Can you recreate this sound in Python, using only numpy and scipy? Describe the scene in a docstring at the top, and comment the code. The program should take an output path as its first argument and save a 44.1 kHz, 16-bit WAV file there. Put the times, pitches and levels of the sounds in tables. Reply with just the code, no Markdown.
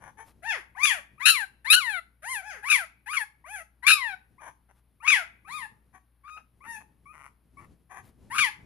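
"""Young puppies crying on blankets in a wire pen, close to a phone's two microphones, in a small room.
Each cry is an arch of pitch sung through the mouth's resonances; at the top of a hard cry the voice
snaps into a shriek or breaks into a rasp. Thin squeaks and creaky grunts come between the cries.
The bedding rustles as the litter crawls about, over room tone and a low mains hum."""
import sys
import numpy as np
from scipy import signal
from scipy.fft import rfft, irfft, next_fast_len
from scipy.io import wavfile
from scipy.ndimage import uniform_filter1d, minimum_filter1d

SR = 44100
rng = np.random.default_rng(int(sys.argv[2]) if len(sys.argv) > 2 else 0)


def wav_record(signal):
    """Record a signal, one row per channel, as 16-bit PCM in the file named by sys.argv[1]."""
    frames = np.transpose(np.atleast_2d(signal))
    bounded = np.clip(frames, -1, 1)
    # unit amplitude maps onto the largest positive 16-bit level
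    quanta = np.round(bounded * 32767).astype(np.int16)
    wavfile.write(sys.argv[1], SR, quanta)


N = 381465
T = np.arange(N) / SR
TOP_HZ = 14750


def undb(db):
    """Decibels to gain."""
    return 10 ** (np.asarray(db) / 20)


def unit(x):
    """Scale to rms 1."""
    return x / np.sqrt(np.mean(x ** 2) + 1e-18)


def gain_at(points, hz):
    """Read a (freq_hz, gain_db) table as gain."""
    freq_hz, db = np.transpose(points)
    return undb(np.interp(np.log(np.maximum(hz, 1)), np.log(freq_hz), db))


def colour(x, points, power=1):
    """Filter by a (freq_hz, gain_db) table, its decibels scaled by power."""
    size = next_fast_len(x.shape[-1] + 512)
    hz = np.fft.rfftfreq(size, 1 / SR)
    return irfft(rfft(x, size) * gain_at(points, hz) ** power, size)[..., :x.shape[-1]]


def bell(hz, centre_hz, half_width_hz, order=2):
    """A resonance curve of height 1."""
    return 1 / (1 + ((hz - centre_hz) / half_width_hz) ** order)


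def butter(x, order, hz, kind):
    """Butterworth filter."""
    return signal.sosfilt(signal.butter(order, hz, kind, fs=SR, output="sos"), x)


def walk(t, rate):
    """Random wander with spread near 1."""
    knots = rng.standard_normal(4096)
    return np.interp((t - t[0]) * rate % len(knots), np.arange(len(knots)), knots)


def span(start, length):
    """The sample times of an event."""
    return T[max(int(start * SR), 0):int((start + length) * SR)]


def gate(t, rise_s, fall_s):
    """A soft start and stop."""
    return np.clip((t - t[0]) / rise_s, 0, 1) * np.clip((t[-1] - t) / fall_s, 0, 1)


def add(out, t, x, pan_db):
    """Place a sound between the microphones, the left louder by pan_db, keeping their mean level."""
    left = undb(pan_db)
    i = int(round(t[0] * SR))
    out[:, i:i + len(t)] += 2 * np.array([left * x, x]) / (1 + left)


def wide_noise(points, side_db=-9):
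    """Coloured noise, mostly shared by both microphones."""
    mid, side = unit(colour(rng.standard_normal((2, N)), points))
    return mid + undb(side_db) * side * np.array([[1], [-1]])


# the small room at rest: freq_hz, gain_db
ROOM_AIR = [(25, -15), (60, -4.5), (100, -9.5), (290, -14), (420, -22.5), (800, -21.5), (1700, -25),
            (4500, -35), (8000, -49.5), (10000, -23), (14900, -38)]
# the mains hum in it: pitch_hz, level_db
MAINS = [(59.6, -67.5), (119.5, -77.5)]
# crawling on the pen floor: time_s, level_db
CRAWLING = [(0, -64), (.7, -72.5), (1.4, -66), (1.7, -75), (3.8, -75), (4.35, -67.5), (4.9, -79),
            (5.5, -64), (6.2, -80), (6.8, -65.5), (7.4, -73), (7.62, -55.5), (7.85, -66), (8.2, -58),
            (8.65, -63.5)]
# the blankets, heard close: freq_hz, gain_db
BLANKETS = [(40, 2), (90, 11.5), (220, 6.5), (350, 0), (600, -9.5), (1500, -21.5), (4000, -27.5),
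            (10500, -31.5), (14000, -46.5)]


def background(tone_db=-75, pan_db=4):
    """Room tone, a wavering mains hum and the soft shoves of bodies on blankets."""
    hum = sum(undb(db + 1.3 * walk(T, 6.3)) * np.sqrt(2) * np.sin(2 * np.pi * hz * T) for hz, db in MAINS)
    crawl = wide_noise(BLANKETS) * undb(np.interp(T, *np.transpose(CRAWLING)) + 3.2 * walk(T, 22))
    tone = undb(tone_db) * wide_noise(ROOM_AIR)
    return (tone + hum + crawl) * undb([[pan_db / 2], [-pan_db / 2]])


# grunts in the pen, before the muzzle: start_s, length_s, pulse_hz, throat_hz, level_db
CREAKY_GRUNTS = [(-0.002, 0.12, 266, 930, -52), (0.168, 0.082, 440, 958, -47.5),
                 (4.399, 0.12, 310, 939, -48.5), (4.684, 0.04, 200, 847, -54.5),
                 (5.927, 0.066, 367, 987, -54.5), (6.357, 0.056, 170, 900, -55),
                 (6.637, 0.037, 280, 1210, -41.5), (6.8, 0.028, 180, 970, -42),
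                 (7.118, 0.18, 140, 1192, -54.5), (7.577, 0.086, 208, 1117, -55.5),
                 (7.892, 0.13, 373, 1006, -48.5)]
# the grunting throat's resonances: multiple_of_throat_hz, width_hz, gain_db
THROAT_MODES = [(.6, 53, 6), (1, 320, 21.5), (1.65, 346, 18), (2.25, 230, 8.5), (3.2, 1100, 8),
                (6.2, 670, 6), (10.2, 800, -4)]


def grunts(air_db=-9, swell_db=4, shimmer_db=3.2, pan_db=9):
    """Uneven slow pulses of the vocal folds, each with a burst of noise, ring the throat."""
    out = np.zeros((2, N))
    for start, length, pulse_hz, throat_hz, level_db in CREAKY_GRUNTS:
        t = span(start, length)
        cycles = np.cumsum(pulse_hz * np.exp(32 / pulse_hz * walk(t, 300))) / SR
        pulses = np.diff(np.floor(cycles), prepend=-1) * undb(shimmer_db * walk(t, 250))
        puffs = rng.standard_normal(N)[:len(t)] * np.exp(-(cycles % 1) / .3)
        drive = unit(pulses) + undb(air_db) * unit(puffs)
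        hz = np.fft.rfftfreq(len(t), 1 / SR) + 1
        throat = sum(undb(db) / (1 + 1j * (hz ** 2 - (ratio * throat_hz) ** 2) / (2 * hz * width)) ** 2
                     for ratio, width, db in THROAT_MODES)
        creak = unit(irfft(rfft(drive) * throat, len(t)))
        swell = undb(level_db + swell_db * np.linspace(-.5, .5, len(t)))
        add(out, t, creak * swell * gate(t, .025, .038), pan_db)
    return out


# paws on the cloth near the phone: start_s, length_s, level_db
PAW_SCUFFS = [(0.232, 0.11, -59), (4.729, 0.096, -70), (8.005, 0.13, -62.5), (8.19, 0.098, -75)]
# the scratched weave: freq_hz, gain_db
WEAVE = [(100, -2), (400, -13), (900, -8.5), (2500, -17), (5000, -23), (8000, -26), (10500, -16),
         (14000, -26)]


def scuffs(grain_db=2.0, pan_db=5):
    """Claws catch on the weave: short swells of tiny uneven ticks."""
    out = np.zeros((2, N))
    for start, length, db in PAW_SCUFFS:
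        t = span(start, length)
        ticks = rng.standard_normal(N)[:len(t)] * undb(grain_db * walk(t, 505))
        add(out, t, undb(db) * unit(colour(ticks, WEAVE)) * np.hanning(len(t)), pan_db)
    return out


# cries at close range, left of centre: start_s, length_s, rise_s, half_fall_s, first_hz, crest_hz,
# last_hz, fundamental_db, overtones_db, widest_s, swell_db, nasal_db, shrill_db, hoarse_share,
# pan_db, room_send_db
PUPPY_CRIES = [(0.421, 0.19, 0.059, 0.1, 506.5, 914, 276.8, -40.5, -29, 0.091, 17, -5.5, -39, 0.42, 7.5, 6.5),
               (0.756, 0.25, 0.092, 0.084, 587, 1233, 537.6, -38, -23, 0.12, 27.5, -6.5, -12, 0.8, 15.5, 4),
               (1.195, 0.26, 0.1, 0.1, 822.7, 1395, 710, -36.5, -32, 0.18, 6, 12.5, -9.5, 0.37, 16, -4.5),
               (1.644, 0.36, 0.14, 0.026, 771, 1491, 618, -35.5, -34.5, 0.28, -1.5, 19, -15.5, 0.25, 12.5, -5.5),
               (2.219, 0.2, 0.097, 0.046, 462, 1063, 732, -41, -32.5, 0.12, 9.5, -4, -9.5, 0.06, 8, -2.5),
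               (2.409, 0.2, 0.064, 0.079, 542, 852, 367, -50, -42, 0.098, 11, -14, -22.5, 0.4, 8, 9.5),
               (2.624, 0.23, 0.086, 0.082, 672, 1250, 607, -37.5, -31.5, 0.135, 9.5, -1, -10.5, 0.7, 7.5, -0.5),
               (3.058, 0.19, 0.087, 0.042, 638, 1302, 802, -38, -38, 0.15, 2, 1.5, -7.5, 0.5, 9, -2),
               (3.454, 0.18, 0.081, 0.046, 492, 859, 638, -48, -43.5, 0.15, 4.5, -12, -7.5, 0.72, 7.5, 0),
               (3.824, 0.33, 0.083, 0.14, 844, 1313, 703, -35.5, -36, 0.249, 3.5, 10, -24.5, 0.07, 9, -0.5),
               (5.021, 0.22, 0.07, 0.073, 710, 1256, 639, -36, -19.5, 0.11, 28, -4.5, -20.5, 0.55, 7, 4.5),
               (5.469, 0.2, 0.084, 0.065, 598.5, 1238, 814, -41.5, -41.0, 0.085, 5.5, 10, -10.5, 0.54, 10.5, 3),
               (6.233, 0.16, 0.052, 0.047, 1031, 1237, 1263, -46.5, -51.5, 0.16, 10, -2, -20, 0.02, 6.5, -1.5),
               (6.649, 0.15, 0.047, 0.066, 840, 939, 819, -48.5, -45.5, 0.052, 5.5, -9, -7.5, 0.34, 9.5, 3.5),
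               (8.299, 0.2, 0.089, 0.071, 784, 1272, 799, -33.5, -30.5, 0.14, 9, 1, -11, 0, 6, 3)]


def cries(flap):
    """Each cry arches in pitch as the mouth opens and shuts; gives the direct sound and the room's feed."""
    direct, to_room = np.zeros((2, 2, N))
    for (start, length, rise_s, fall_s, first_hz, crest_hz, last_hz, base_db, mouth_db,
         widest_s, swell_db, nasal_db, shrill_db, hoarse, pan_db, room_db) in PUPPY_CRIES:
        t = span(start, length)
        age = t - t[0]
        hz = pitch_arch(age, rise_s, fall_s, first_hz, crest_hz, last_hz)
        base = undb(base_db) * fundamental(age, hz)
        mouth = undb(mouth_db) * mouth_opening(age, hz, widest_s, swell_db)
        cry = voice(t, hz, base, mouth, np.interp(t, T, flap), nasal_db, shrill_db, hoarse)
        cry = butter(cry, 4, .85 * hz.min(), "high")  # the throat radiates little below its pitch
        add(direct, t, cry, pan_db)
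        add(to_room, t, cry * undb(room_db), pan_db)
    return direct, to_room


def pitch_arch(age, rise_s, fall_s, first_hz, crest_hz, last_hz, hold_s=.014, wobble=.0058):
    """The pitch of a cry: effort pushes it up to a round crest, then it drops and levels out."""
    climb = np.maximum(1 - np.maximum(age, hold_s) / rise_s, 0) ** 1.8
    past = np.maximum(age - rise_s, 0)
    drop = 1 - 1 / (1 + (past / fall_s) ** 2.3)
    sag = np.clip((past[-1] - .15) * 30, 0, .6)  # a long fall runs out of air and sags evenly
    fall = (1 - sag) * drop / drop[-1] + sag * past / past[-1]
    flick = .045 * np.exp((age - age[-1]) / .012)  # upward, as the folds let go
    hz = crest_hz + (first_hz - crest_hz) * climb + (last_hz - crest_hz) * fall
    return hz * (1 + wobble * walk(age, 25) + flick)


def fundamental(age, hz, db_per_octave=12.5):
    """The fundamental's gain: it builds as the folds take hold, follows the pitch and rings the throat."""
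    ring_db = 13.5 * bell(hz, 1498, 90)
    attack_db = 8 * np.exp(-age / .01)
    return undb(db_per_octave * np.log2(hz / hz.max()) + ring_db - attack_db)


def mouth_opening(age, hz, widest_s, swell_db):
    """The overtones' gain: they swell as the mouth opens and fade as it closes."""
    shut = np.interp(age, [0, min(widest_s, age[-2]), age[-1]], [1, 0, 1])
    attack_db = 5.5 * np.exp(-age / .02)
    # a lift as the second harmonic slides down through the mouth's resonance
    falling = np.arange(len(hz)) > np.argmax(hz)
    ring_db = 3 * uniform_filter1d(falling * 1., size=700) * bell(2 * hz, 1755, 110)
    return undb(ring_db - swell_db * shut - attack_db)


# the throat and mouth of a crying pup: freq_hz, gain_db
VOCAL_TRACT = [(200, -38.5), (650, -39), (1200, -12), (1800, 1.5), (2500, -6.5), (3150, -19.5), (3900, -21),
               (4900, -24), (6000, -21), (7300, -13), (8200, -22), (9600, -9), (11000, -14.5), (12800, -22),
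               (14500, -29.5)]


def voice(t, hz, base, mouth, flap, nasal_db, shrill_db, hoarse, flicker_db=3, split_hz=6800):
    """Harmonics of the vocal folds: a scrape opens, flaps yank the pitch, slack folds roughen the end."""
    age = t - t[0]
    scrape = np.exp(-age / .021)
    slack = hoarse * np.interp(age / age[-1], [.42, .68], [0, 1])
    gape = np.minimum(mouth / undb(-25), 1)
    shriek, bite = shrieks(t, mouth)
    base, mouth = base * shriek ** .096, mouth * shriek
    top = mouth * bite * undb(shrill_db) * (1 - np.exp(-age / .016))
    fallen_octaves = np.log2(np.maximum.accumulate(hz) / hz)
    jerk = flap - uniform_filter1d(flap, size=400)
    jitter = .0082 + .036 * (slack + scrape)
    hz = hz * (1 + .0066 * walk(t, 80) + jitter * walk(t, 900) + .38 * jerk)
    phase = 2 * np.pi * np.cumsum(hz) / SR
    k = np.arange(2, 25)[:, None]
    overtone_hz = k * hz
    # the nose adds a resonance and takes out a band above it; a wide mouth adds another resonance
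    nose_db = nasal_db * (bell(overtone_hz, 4010, 290) - bell(overtone_hz, 6270, 210, order=4))
    gape_db = 11.5 * gape * bell(overtone_hz, 3180, 400, order=4)
    darken_db = 8.5 * fallen_octaves * np.log2(k / 2)
    weight = gain_at(VOCAL_TRACT, overtone_hz) * undb(nose_db + gape_db - darken_db)
    weight *= overtone_hz < TOP_HZ
    # the upper resonances open up separately as the mouth widens
    shrill = 1 / (1 + (split_hz / overtone_hz) ** 10)
    bands = weight * (1 - shrill), weight * shrill
    low, high = (band / np.sqrt(np.sum(band ** 2, axis=0) + 1e-12) for band in bands)
    flicker = undb(flicker_db * np.array([walk(t, 50) for _ in k]) / np.sqrt(shriek))
    # as the folds meet and part, high harmonics enter last and leave first
    entry = (1 - np.exp(-np.minimum(age, age[-1] - age) / (k * .0052))) ** (k > 2)
    overtones = np.sum((mouth * low + top * high) * flicker * entry * np.sin(k * phase), axis=0)
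    tone = base * undb(11 * jerk) * np.sin(phase) + overtones
    # air escapes once a cycle, more in the scrape, at every flap and through slack folds
    air = colour(rng.standard_normal(N)[:len(t)] * (1 + np.cos(phase)), VOCAL_TRACT)
    leak = undb(-26) + undb(-20) * flap + undb(-4) * scrape + undb(-15) * slack
    breath = mouth * (leak * unit(air) + knocks(flap + undb(-1.5) * scrape))
    hiss = top * undb(-9) * unit(butter(air, 4, split_hz, "high"))
    return (np.sqrt(2) * tone + breath + hiss) * gate(t, .015, .012)


def knocks(drive, ring_hz=1580, width_hz=280, gain_db=-3):
    """The throat's low resonance, rung by the air of the opening scrape and of each flap."""
    air = rng.standard_normal(SR)[:len(drive)] * drive
    ring = butter(air, 2, [ring_hz - width_hz / 2, ring_hz + width_hz / 2], "band")
    return undb(gain_db) * ring * np.sqrt(SR / 2 / width_hz)


# squeaks in the pen, before the muzzle: start_s, length_s, first_hz, last_hz, level_db
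THIN_SQUEAKS = [(0.749, 0.022, 860, 1240, -48), (1.177, 0.034, 1079, 1400, -57),
                (3.44, 0.048, 895, 1255, -52), (4.379, 0.045, 930, 1288, -58),
                (5.001, 0.049, 1050, 1470, -56), (5.447, 0.058, 1080, 1360, -56),
                (6.604, 0.074, 992, 1344, -57.5), (7.055, 0.085, 1090, 1251, -54),
                (7.569, 0.0482, 1102, 1149, -52.5)]


def squeaks(jitter=.021, second_db=-7, upper_db=-27, pan_db=9):
    """Nearly pure notes that slide up and level off."""
    out = np.zeros((2, N))
    for start, length, first_hz, last_hz, db in THIN_SQUEAKS:
        t = span(start, length)
        hz = last_hz + (first_hz - last_hz) * np.linspace(1, 0, len(t)) ** 2.2
        phase = 2 * np.pi * np.cumsum(hz * (1 + jitter * walk(t, 460))) / SR
        upper = sum(np.sin(k * phase) for k in (3, 5, 8, 9))
        note = unit(np.sin(phase) + undb(second_db) * np.sin(2 * phase) + undb(upper_db) * upper)
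        add(out, t, undb(db) * note * gate(t, .0053, .023), pan_db)
    return out


# shrieks within the hard cries: start_s, end_s, overtones_db, extra_shrill_db
SHRIEK_SPANS = [(.832, 0.858, -20.5, 1), (1.255, 1.313, -15, 6), (1.701, 1.756, -15.5, 11),
                (2.7, 2.766, -20.5, -4.5), (3.169, 3.186, -24.5, -16), (3.866, 3.944, -17, 12.5),
                (5.078, 5.108, -19, -11), (8.382, 8.454, -22.5, -9)]


def shrieks(t, mouth, edge_s=.004):
    """The voice snaps to a steady strength: gains for the overtones and for the shrill top."""
    start, end, db, top_db = np.transpose(SHRIEK_SPANS)
    on = np.clip(np.minimum(t[:, None] - start, end - t[:, None]) / edge_s + .5, 0, 1)
    return undb(on @ db) / mouth ** on.sum(axis=1), undb(on @ top_db)


# breaks in the voice: start_s, length_s, flap_hz, depth_share
VOICE_BREAKS = [(0.856, .006, 136, 0.9), (1.264, .04, 193, 0.57), (1.731, .013, 260, 0.63),
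                (2.688, .009, 234, 0.99), (2.718, .013, 85, 0.69), (3.134, .035, 133, 0.83),
                (3.88, .038, 132, 0.69), (5.07, .007, 147, 0.9), (5.106, .005, 290, 0.61),
                (6.282, .018, 112, 0.68), (6.376, .005, 74, 0.62), (8.35, .022, 174, 0.94),
                (8.385, .022, 135, 1.0)]


def rasp_flaps(swell_s=.0033, release_s=.00071, scatter=.17):
    """Slow uneven flaps of the throat: each builds up and lets go at once."""
    out = np.zeros(N)
    lag = np.arange(-400, 400) / SR
    flap = np.exp(np.where(lag < 0, lag / swell_s, -lag / release_s))
    for start, length, rate, depth in VOICE_BREAKS:
        slips = rng.standard_normal(32)[:int(length * rate) + 1]
        for k, slip in enumerate(slips):
            i = int((start + (k + scatter * slip) / rate) * SR)
            out[i - 400:i + 400] += depth * flap
    return out


# how strongly the pen and walls answer: freq_hz, gain_db
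WALLS = [(300, -13), (900, 3), (1800, -0.5), (3000, 4), (5000, 10), (8000, -1), (11000, 9.5), (15000, -8.5)]


def room(x, pen_db=-13, pen_t60=.22, tail_db=-22, tail_t60=.45, tail_edge_hz=2400, right_db=-5):
    """Quick reflections from pen and walls, then a tail dulled by blankets, unrelated left and right."""
    t = span(0, .7)
    onset = np.clip(t / .0049 - 1, 0, 1)
    answer = 0
    for db, t60, edge_hz in ((pen_db, pen_t60, TOP_HZ), (tail_db, tail_t60, tail_edge_hz)):
        echoes = rng.standard_normal((2, len(t))) * undb(-60 * t / t60) * onset
        answer += undb(db) * butter(unit(echoes), 3, edge_hz, "low") / np.sqrt(len(t))
    answer = colour(answer, WALLS) * undb([[0], [right_db]])
    return signal.fftconvolve(x[None], answer, axes=1)[:, :N]


# a closed muzzle, muffling grunts and squeaks: freq_hz, gain_db
CLOSED_MUZZLE = [(2600, 2), (3500, -12), (4100, -26), (5000, -18), (5900, -4), (7200, -6), (8400, -8),
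                 (10000, 8), (13000, -6)]
# microphone contrast, a share added on the left and a share taken from the right: freq_hz, gain_db
MIC_CONTRAST = [(300, 1.5), (1200, 1.5), (2400, 11.5), (4300, 2.5), (6000, 6.5), (8000, -16),
                (10000, -30.5), (13000, -7)]


def scene(left_lag_s=.00008):
    """Beside the pen, two microphones face different ways: each hears the litter in its own colour."""
    flap = rasp_flaps()
    whimpers = colour(squeaks() + grunts(), CLOSED_MUZZLE)
    crying, to_room = cries(flap)
    left, right = whimpers + crying
    left = np.interp(T - left_lag_s, T, left)
    close = np.array([colour(left, MIC_CONTRAST, power=.23), colour(right, MIC_CONTRAST, power=-.48)])
    return close + room((whimpers + to_room)[0]) + scuffs() + background()


def record(dry, limit_db=-.7, hold_s=.004):
    """The phone's limiter holds down the loudest shrieks, and the top is cut."""
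    hold = int(hold_s * SR)
    allowed = np.minimum(undb(limit_db) / (np.abs(dry).max(axis=0) + 1e-9), 1)
    gain = uniform_filter1d(minimum_filter1d(allowed, 2 * hold), hold)
    return signal.sosfilt(signal.ellip(10, .2, 80, TOP_HZ, fs=SR, output="sos"), dry * gain)


dry = scene()
out = record(dry)
wav_record(out)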